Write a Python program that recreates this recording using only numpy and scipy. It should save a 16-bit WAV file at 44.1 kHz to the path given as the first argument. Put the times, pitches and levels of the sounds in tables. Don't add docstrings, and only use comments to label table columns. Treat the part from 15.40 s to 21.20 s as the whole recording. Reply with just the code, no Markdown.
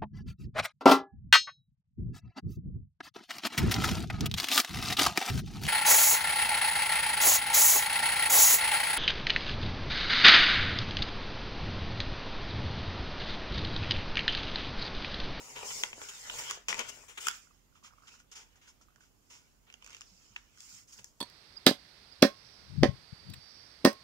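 import sys
import numpy as np
from scipy import signal
from scipy.fft import rfft, irfft, next_fast_len
from scipy.io import wavfile
from scipy.ndimage import uniform_filter1d, map_coordinates

SR = 44100
rng = np.random.default_rng(int(sys.argv[2]) if len(sys.argv) > 2 else 0)


def store_wav(level_fs):
    pcm = np.round(np.clip(np.atleast_2d(level_fs), -1, 1) * 32767)
    wavfile.write(sys.argv[1], SR, pcm.T.astype(np.int16))


N = 255896

# (time [s], hiss level [dB], flex over hiss [dB])
SLIDE = [(0, -52, -1), (.14, -52, -6.5), (.22, -50, 2), (.28, -40.5, -12.5), (.41, -40.5, -10),
         (.55, -58, -2), (.63, -48, -5), (.74, -51, -4), (.84, -50.5, -0.5), (.99, -41.5, -4.5),
         (1.16, -51.5, 2), (1.25, -76, 1), (1.29, -63, -1), (1.34, -50, 3.5), (1.46, -55, 0.5),
         (1.6, -57, -6.5), (1.74, -67, 1), (1.8, -54, -1), (1.87, -42.5, -3.5), (2.1, -71, -5.5),
         (2.3, -83, 1), (2.62, -73, -1.5), (2.74, -61, -1), (2.86, -87, 5.5), (3.0, -64, 7),
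         (3.1, -79, 3.5), (3.75, -82, -2.5), (3.95, -68, -5), (4.2, -81, -1.5), (4.38, -76, 0.5),
         (4.52, -62, 4), (4.62, -65.5, -4.5), (4.77, -65, -8), (5.1, -75.5, 0.5), (5.25, -53.5, -10),
         (5.39, -54, -8), (5.48, -78.5, -10.5), (5.58, -54.5, -10.5), (5.68, -82, -5), (5.8, -69.5, -7.5)]
# (time [s], upper over lower treble [dB])
SLIDE_SHEEN = [(0, 4), (.42, -4), (1.0, 1.5), (1.29, -10.5), (1.65, 2.5), (1.9, 3), (2.5, -8), (3, -8.5),
               (3.9, -6), (4.5, -7), (4.9, -14), (5.3, -2), (5.8, -4)]
# (time [s], boom over flex [dB])
POCKET_BOOM = [(0, -6), (.17, -3), (.37, -4), (.62, -1.5), (.75, -19.5), (.92, -5), (1.1, -10.5),
               (1.3, -3.5), (1.5, -1), (1.6, -2.5), (1.85, -16.5), (3, -12.5), (4.25, -5.5), (4.5, -8),
               (5.3, -30), (5.6, -3.5)]
# (time [s], left over right [dB])
HAND_PAN = [(0, 3), (1.15, 2), (1.4, 8.5), (1.85, 5), (1.95, -4.5), (3, 0.5), (4.3, -2), (4.6, -2),
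            (5.3, -3.5), (5.8, 0)]
# (time [s], treble level [dB], mid level [dB], ring pitch [Hz])
CREASE_SNAPS = [(0.4353, -17.5, -22, 3190), (0.5299, -49, -35.5, 2570), (0.616, -33, -34.5, 860),
                (0.8977, -40, -29, 3140), (0.9994, -32, -42, 2170), (1.11, -17.5, -29, 1100),
                (1.2838, -20.5, -27, 2570), (1.294, -50, -38, 2940), (1.3036, -44, -32.5, 2980),
                (1.3271, -30, -26.5, 1940), (1.3432, -25, -34, 2450), (1.3928, -19, -27.5, 2340),
                (1.3967, -30.5, -37, 1830), (1.4111, -41, -35.5, 840), (1.8691, -17.5, -24.5, 1330),
                (1.881, -24, -52, 1550), (1.8839, -11.5, -25, 1490), (1.9119, -30, -36, 1440),
                (2.801, -42, -55, 1440), (3.5596, -47, -54.5, 1500), (4.301, -46, -48, 2780),
                (4.3257, -42, -52, 2940), (4.34, -37.5, -45.5, 2870), (4.4237, -42, -47.5, 2900),
                (4.4448, -32.5, -53, 2590), (4.463, -34, -48, 2330), (4.475, -36, -51, 1500),
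                (4.4962, -38, -50, 1070), (4.505, -34, -52, 1520), (4.53, -37, -48, 2800),
                (4.5469, -32.5, -43, 2750), (4.567, -34, -49, 2850), (4.609, -29, -47, 1060),
                (4.6166, -35, -42, 2780), (4.9623, -37, -31, 2640), (5.1744, -44, -54, 1530),
                (5.1843, -39, -60, 1500), (5.205, -27, -47, 3470), (5.6439, -25.5, -50, 1760)]
# (time [s], treble level [dB], mid level [dB], rise [s], length [s])
FINGER_SCUFFS = [(0.157, -55, -45.5, 0.0008, 0.041), (0.303, -54, -42, 0.0009, 0.015),
                 (0.683, -40, -41.5, 0.0089, 0.017), (0.982, -33, -38.5, 0.0093, 0.014),
                 (1.093, -40, -38, 0.0061, 0.019), (1.283, -34.5, -36, 0.0037, 0.017),
                 (1.294, -40, -39, 0.0032, 0.033), (1.378, -43, -46, 0.00091, 0.0072),
                 (1.388, -44, -38.5, 0.0024, 0.03), (1.484, -37, -42.5, 0.0093, 0.018),
                 (1.679, -55, -54, 0.0052, 0.05), (1.772, -46, -38.5, 0.0048, 0.018),
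                 (1.801, -47.5, -54.5, .002, 0.036), (2.349, -71.5, -69, .004, 0.049),
                 (2.431, -56, -57, 0.01, 0.051), (2.667, -52.5, -51, .018, .028),
                 (2.716, -62, -78, 0.017, 0.049), (2.787, -63, -64.5, 0.0066, 0.027),
                 (2.914, -52.5, -58.5, 0.0022, 0.028), (2.951, -51, -55, 0.0037, 0.046),
                 (2.996, -58, -62, .009, 0.043), (3.156, -69.5, -72, 0.0012, 0.028),
                 (3.212, -69.5, -65.5, .002, 0.091), (3.27, -57.5, -63, .008, 0.037),
                 (3.411, -66.5, -72, .001, 0.029), (3.602, -69, -71.5, 0.0027, .076),
                 (3.899, -59, -62, 0.0018, 0.095), (4.266, -80, -66, 0.0026, 0.064),
                 (4.959, -63, -59, 0.00093, 0.032), (5.471, -61, -70.5, 0.0063, 0.089),
                 (5.521, -51.5, -64, 0.0055, 0.029), (5.585, -54, -53, .004, 0.014),
                 (5.653, -64.5, -80, .001, 0.057)]
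# (frequency [Hz], relative level [dB])
HISS_TONE = [(2240, -42.5), (3800, -22.5), (4400, -13.5), (5300, -4.5), (5900, -6.5), (6700, -2),
             (7400, -3.5), (8000, -10.5), (9000, -15.5), (10500, -19.5), (13000, -22.5), (15000, -20),
             (16000, -21)]
# (frequency [Hz], relative level [dB])
FLEX_TONE = [(530, -25), (900, -8), (1010, -7), (1450, -0.5), (1590, -5), (2210, -1), (2680, 0.5),
             (3160, 0.5), (4000, -9), (5200, -16), (8800, -120)]
# (frequency [Hz], relative level [dB])
POCKET_TONE = [(88, -35), (150, -19), (264, -5), (325, -9.5), (419, 1), (725, -3.5), (950, 2.5),
               (1240, -11), (2090, -120)]
# (time [s], level [dB])
CREAK_TICKS = [(2.0713, -54), (2.1086, -56.5), (2.3251, -62), (2.355, -53.5), (2.4274, -55), (2.4466, -48),
               (2.4798, -56), (2.5078, -54), (2.5352, -52), (2.583, -51), (2.609, -62), (2.6214, -53),
               (2.635, -51), (2.662, -59), (2.6808, -52), (2.7187, -62), (2.7398, -52), (2.802, -58),
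               (2.9198, -61.5), (2.9578, -59), (3.1555, -60), (3.2763, -51), (3.4114, -55), (3.4843, -55),
               (3.5603, -55), (3.6072, -52)]
# (time [s], level [dB])
TABLE_BUMPS = [(0.015, -53), (0.346, -50), (0.531, -51), (1.295, -47.5), (1.877, -64), (2.429, -60),
               (3.423, -75), (3.91, -71), (4.712, -50), (4.901, -52.5), (5.324, -51.5), (5.583, -50.5)]
# (frequency [Hz], 60 dB decay [s])
ROOM_DECAY = [(300, 0.11), (2000, 0.31), (10000, 0.055)]
# (frequency [Hz], relative level [dB])
AIR_TONE = [(35, -19), (60, 3.5), (164, -4), (274, -4), (346, -9.5), (651, -14), (1470, -18.5), (1910, -27),
            (3190, -25), (3850, -61), (6740, -19.5), (9130, -38), (14900, -26), (16000, -32)]
# (frequency [Hz], relative level [dB])
HUM_TONE = [(30, -25), (39, -6), (43.5, 3), (49, -5), (75, -35)]
# (frequency [Hz], correlation [0-1])
BED_LIKENESS = [(40, 0.51), (300, 0.32), (800, 0.0067)]
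# (frequency [Hz], left over right [dB])
PORT_BALANCE = [(60, -2.5), (400, 0), (1300, -3.5), (2400, 0.5), (4400, -5), (9000, 3), (15000, 0.5)]

LEAD = 8


def paper():
    drive = rubbing() + crease_snaps() + finger_scuffs()
    hiss, flex, boom = map(resonate, drive, (HISS_TONE, FLEX_TONE, POCKET_TONE))
    tilt = amp(.5 * automation(SLIDE_SHEEN)[0])
    lower_hiss = signal.sosfiltfilt(signal.butter(3, 6500, fs=SR, output="sos"), hiss)
    return lower_hiss / tilt + (hiss - lower_hiss) * tilt + flex + boom


def rubbing():
    hiss_db, flex_db, boom_db = slide_levels()
    grain = fibre_slips(per_second=130, spread_db=5, t60=.003)
    fine_grain = fibre_slips(per_second=350, spread_db=3, t60=.005) ** .45
    pan = amp(np.outer([.5, -.5], automation(HAND_PAN)[0]))
    flutter = amp(.9 * wobble(30))
    hiss = amp(hiss_db) * patchy(fine_grain * port_noise(N, alike=.06), depth_db=2.5, size=256)
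    flex_gain = amp(flex_db + 1.14 * wobble(12))
    flex = flex_gain * patchy(grain ** .4 * port_noise(N, alike=.24), depth_db=4, size=512)
    boom_gain = amp(boom_db + 1.5 * wobble(15))
    boom = boom_gain * patchy(grain ** 1.1 * port_noise(N, alike=.74), depth_db=3, size=1024)
    return pan * flutter * np.array([hiss, flex, boom])


def fibre_slips(per_second, spread_db, t60):
    onsets = rng.random(N) < per_second / SR
    sizes = amp(spread_db * np.minimum(rng.exponential(size=N), 4))
    return 1 + signal.lfilter([1], [1, -decay(1 / SR, t60)], onsets * sizes)


def crease_snaps():
    hiss, flex, boom = np.zeros((3, 2, N))
    t = np.arange(SR // 20) / SR
    for (s, treble_db, mid_db, hz), scatter in zip(CREASE_SNAPS, rng.standard_normal(len(CREASE_SNAPS))):
        pan_db = value_at(HAND_PAN, s) + 3 * scatter
        boom_db = mid_db + value_at(POCKET_BOOM, s) - 7
        boom_db += 3 * np.log2(2000 / hz)
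        t60 = .0063 + .01 * amp(.5 * (mid_db + 22.5))
        crack = port_noise(len(t), alike=.49)
        crack /= np.sqrt(np.mean(crack[:, :SR // 1000] ** 2, axis=1, keepdims=True))
        crack *= 1 - np.exp(-t / .00055)
        bounce = .04 * decay(t, .074)
        roughness = np.cumsum(rng.normal(0, .1, len(t)))
        ring = decay(t, .018) * np.sin(2 * np.pi * hz * t + roughness)
        ring = np.array([ring, np.roll(ring, LEAD)])
        add(hiss, s, panned(treble_db, pan_db) * crack * (decay(t, .41 * t60) + bounce))
        add(flex, s, panned(mid_db, pan_db) * (crack * (decay(t, t60) + bounce) + amp(-7) * ring))
        add(boom, s, panned(boom_db, pan_db) * crack * decay(t, 1.7 * t60))
    return np.array([hiss, flex, boom])


def finger_scuffs():
    hiss, flex, boom = np.zeros((3, 2, N))
    t = np.arange(SR // 5) / SR
    for s, treble_db, mid_db, rise, length in FINGER_SCUFFS:
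        pan_db = value_at(HAND_PAN, s)
        attack = 1 - np.exp(-t / rise)
        release = np.exp(-(t / length) ** 3) + .2 * np.exp(-t / length)
        stroke = attack * release * port_noise(len(t), alike=.53)
        add(hiss, s, panned(treble_db, pan_db) * stroke)
        add(flex, s, panned(mid_db, pan_db) * stroke)
        add(boom, s, panned(mid_db + value_at(POCKET_BOOM, s) - 4.5, pan_db) * stroke)
    return np.array([hiss, flex, boom])


def creak_ticks():
    track, t = np.zeros(N + SR), np.arange(SR // 20) / SR
    envelope = decay(t, .016) * (1 - np.exp(-t / .0015))
    for (s, db), followers in zip(CREAK_TICKS, rng.random((len(CREAK_TICKS), 3, 3))):
        first_slip = (0, rng.uniform(.2, .97), -.6)
        for lag, detune, weakness in [first_slip, *followers]:
            hz = 1282 * (.796 + .44 * detune)
            waver = np.cumsum(rng.normal(0, .08, len(t)))
            note = envelope * np.sin(2 * np.pi * hz * t + waver)
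            track[round((s + .045 * lag) * SR):][:len(t)] += amp(db - 10 * weakness) * note
    return np.array([track[LEAD:N + LEAD], track[:N]]) * amp([[-3], [2.5]])


def table_bumps():
    track, t = np.zeros((2, N)), np.arange(SR // 5) / SR
    envelope = decay(t, .11) * (1 - np.exp(-t / .02))
    for s, db in TABLE_BUMPS:
        modes_hz = np.array([105, 210]) * (.814 + .278 * rng.random(2))
        swing = sum(np.sin(2 * np.pi * hz * t) for hz in modes_hz)
        add(track, s, panned(db, pan_db=-1.7) * swing * envelope)
    return track


def room_reverb(x):
    hz, t, spectra = signal.stft(rng.standard_normal((2, SR // 2)), SR, nperseg=256)
    tail = signal.istft(spectra * decay(t, along(ROOM_DECAY, hz)[:, None]), SR, nperseg=256)[1]
    predelayed = np.pad(x.mean(0), (300, 0))[None]
    return signal.fftconvolve(predelayed, tail / np.linalg.norm(tail[0]), axes=1)[:, :N]


def background():
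    _, _, boom_db = slide_levels()
    rumble_gain = amp(-11) * uniform_filter1d(amp(boom_db), size=4000)
    rumble = rumble_gain * noise_bed([(30, -2), (70, -9.5), (140, 1), (250, -42)])
    room_tone = amp(-71) * noise_bed(AIR_TONE) + amp(-72) * noise_bed(HUM_TONE)
    return room_tone * panned(0, pan_db=-3.2) + rumble


def noise_bed(tone):
    size = next_fast_len(N)
    hz = np.fft.rfftfreq(size, 1 / SR)
    width = np.arccos(along(BED_LIKENESS, hz)) / 2
    spectra = rfft(rng.standard_normal((2, size))) * amp(along(tone, hz))
    mid, side = irfft(spectra * [np.cos(width), np.sin(width)], size)[:, :N]
    return unit_rms(np.array([mid + side, mid - side]))


def slide_levels():
    hiss_db, flex_over_db = automation(SLIDE)
    flex_db = hiss_db + flex_over_db
    return hiss_db, flex_db, flex_db + automation(POCKET_BOOM)[0]


def resonate(x, tone, size=4096):
    gain = np.maximum(amp(along(tone, np.fft.rfftfreq(size, 1 / SR))), 1e-4)
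    cepstrum = irfft(np.log(gain), size)
    cepstrum[1:size // 2] *= 2
    cepstrum[size // 2 + 1:] = 0
    pulse = irfft(np.exp(rfft(cepstrum)), size)
    return signal.fftconvolve(x, pulse[None] / np.linalg.norm(pulse), axes=1)[:, :N]


def port_noise(length, alike):
    source = rng.standard_normal(length + LEAD)
    shared = np.array([source[LEAD:], source[:length]])
    return np.sqrt(alike) * shared + np.sqrt(1 - alike) * rng.standard_normal((2, length))


def patchy(x, depth_db, size):
    spectra = signal.stft(x, nperseg=size)[2]
    patches = uniform_filter1d(rng.standard_normal(spectra.shape[1:]), size=3, axis=0)
    patches = unit_rms(uniform_filter1d(patches, size=8, axis=1))
    return unit_rms(signal.istft(spectra * amp(depth_db * patches), nperseg=size)[1][:, :N])


def wobble(rate):
    return map_coordinates(rng.standard_normal(int(N * rate / SR) + 4), [np.arange(N) * rate / SR])


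def automation(rows):
    s, *columns = np.transpose(rows)
    return [np.interp(np.arange(N) / SR, s, column) for column in columns]


def value_at(rows, s):
    return np.interp(s, *np.transpose(rows))


def along(points, hz):
    knots_hz, values = np.transpose(points)
    return np.interp(np.log(hz + 1), np.log(knots_hz + 1), values)


def amp(db):
    return 10 ** (np.asarray(db) / 20)


def decay(t, t60):
    return amp(-60 * t / t60)


def unit_rms(x):
    return x / np.sqrt(np.mean(x ** 2) + 1e-20)


def panned(db, pan_db):
    return amp([[db + pan_db / 2], [db - pan_db / 2]])


def add(track, s, sound):
    i = round(s * SR)
    track[:, i:i + sound.shape[1]] += sound[:, :N - i]


def scene():
    close = paper() + creak_ticks()
    return close + amp(-11.5) * room_reverb(close) + table_bumps() + background()


def record(dry):
    size = next_fast_len(N + SR // 4)
    hz = np.fft.rfftfreq(size, 1 / SR)
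    port_gains = amp(np.outer([.5, -.5], along(PORT_BALANCE, hz)))
    return irfft(rfft(dry, size) * port_gains * (hz < 15750), size)[:, :N]


dry = scene()
out = record(dry)
store_wav(out)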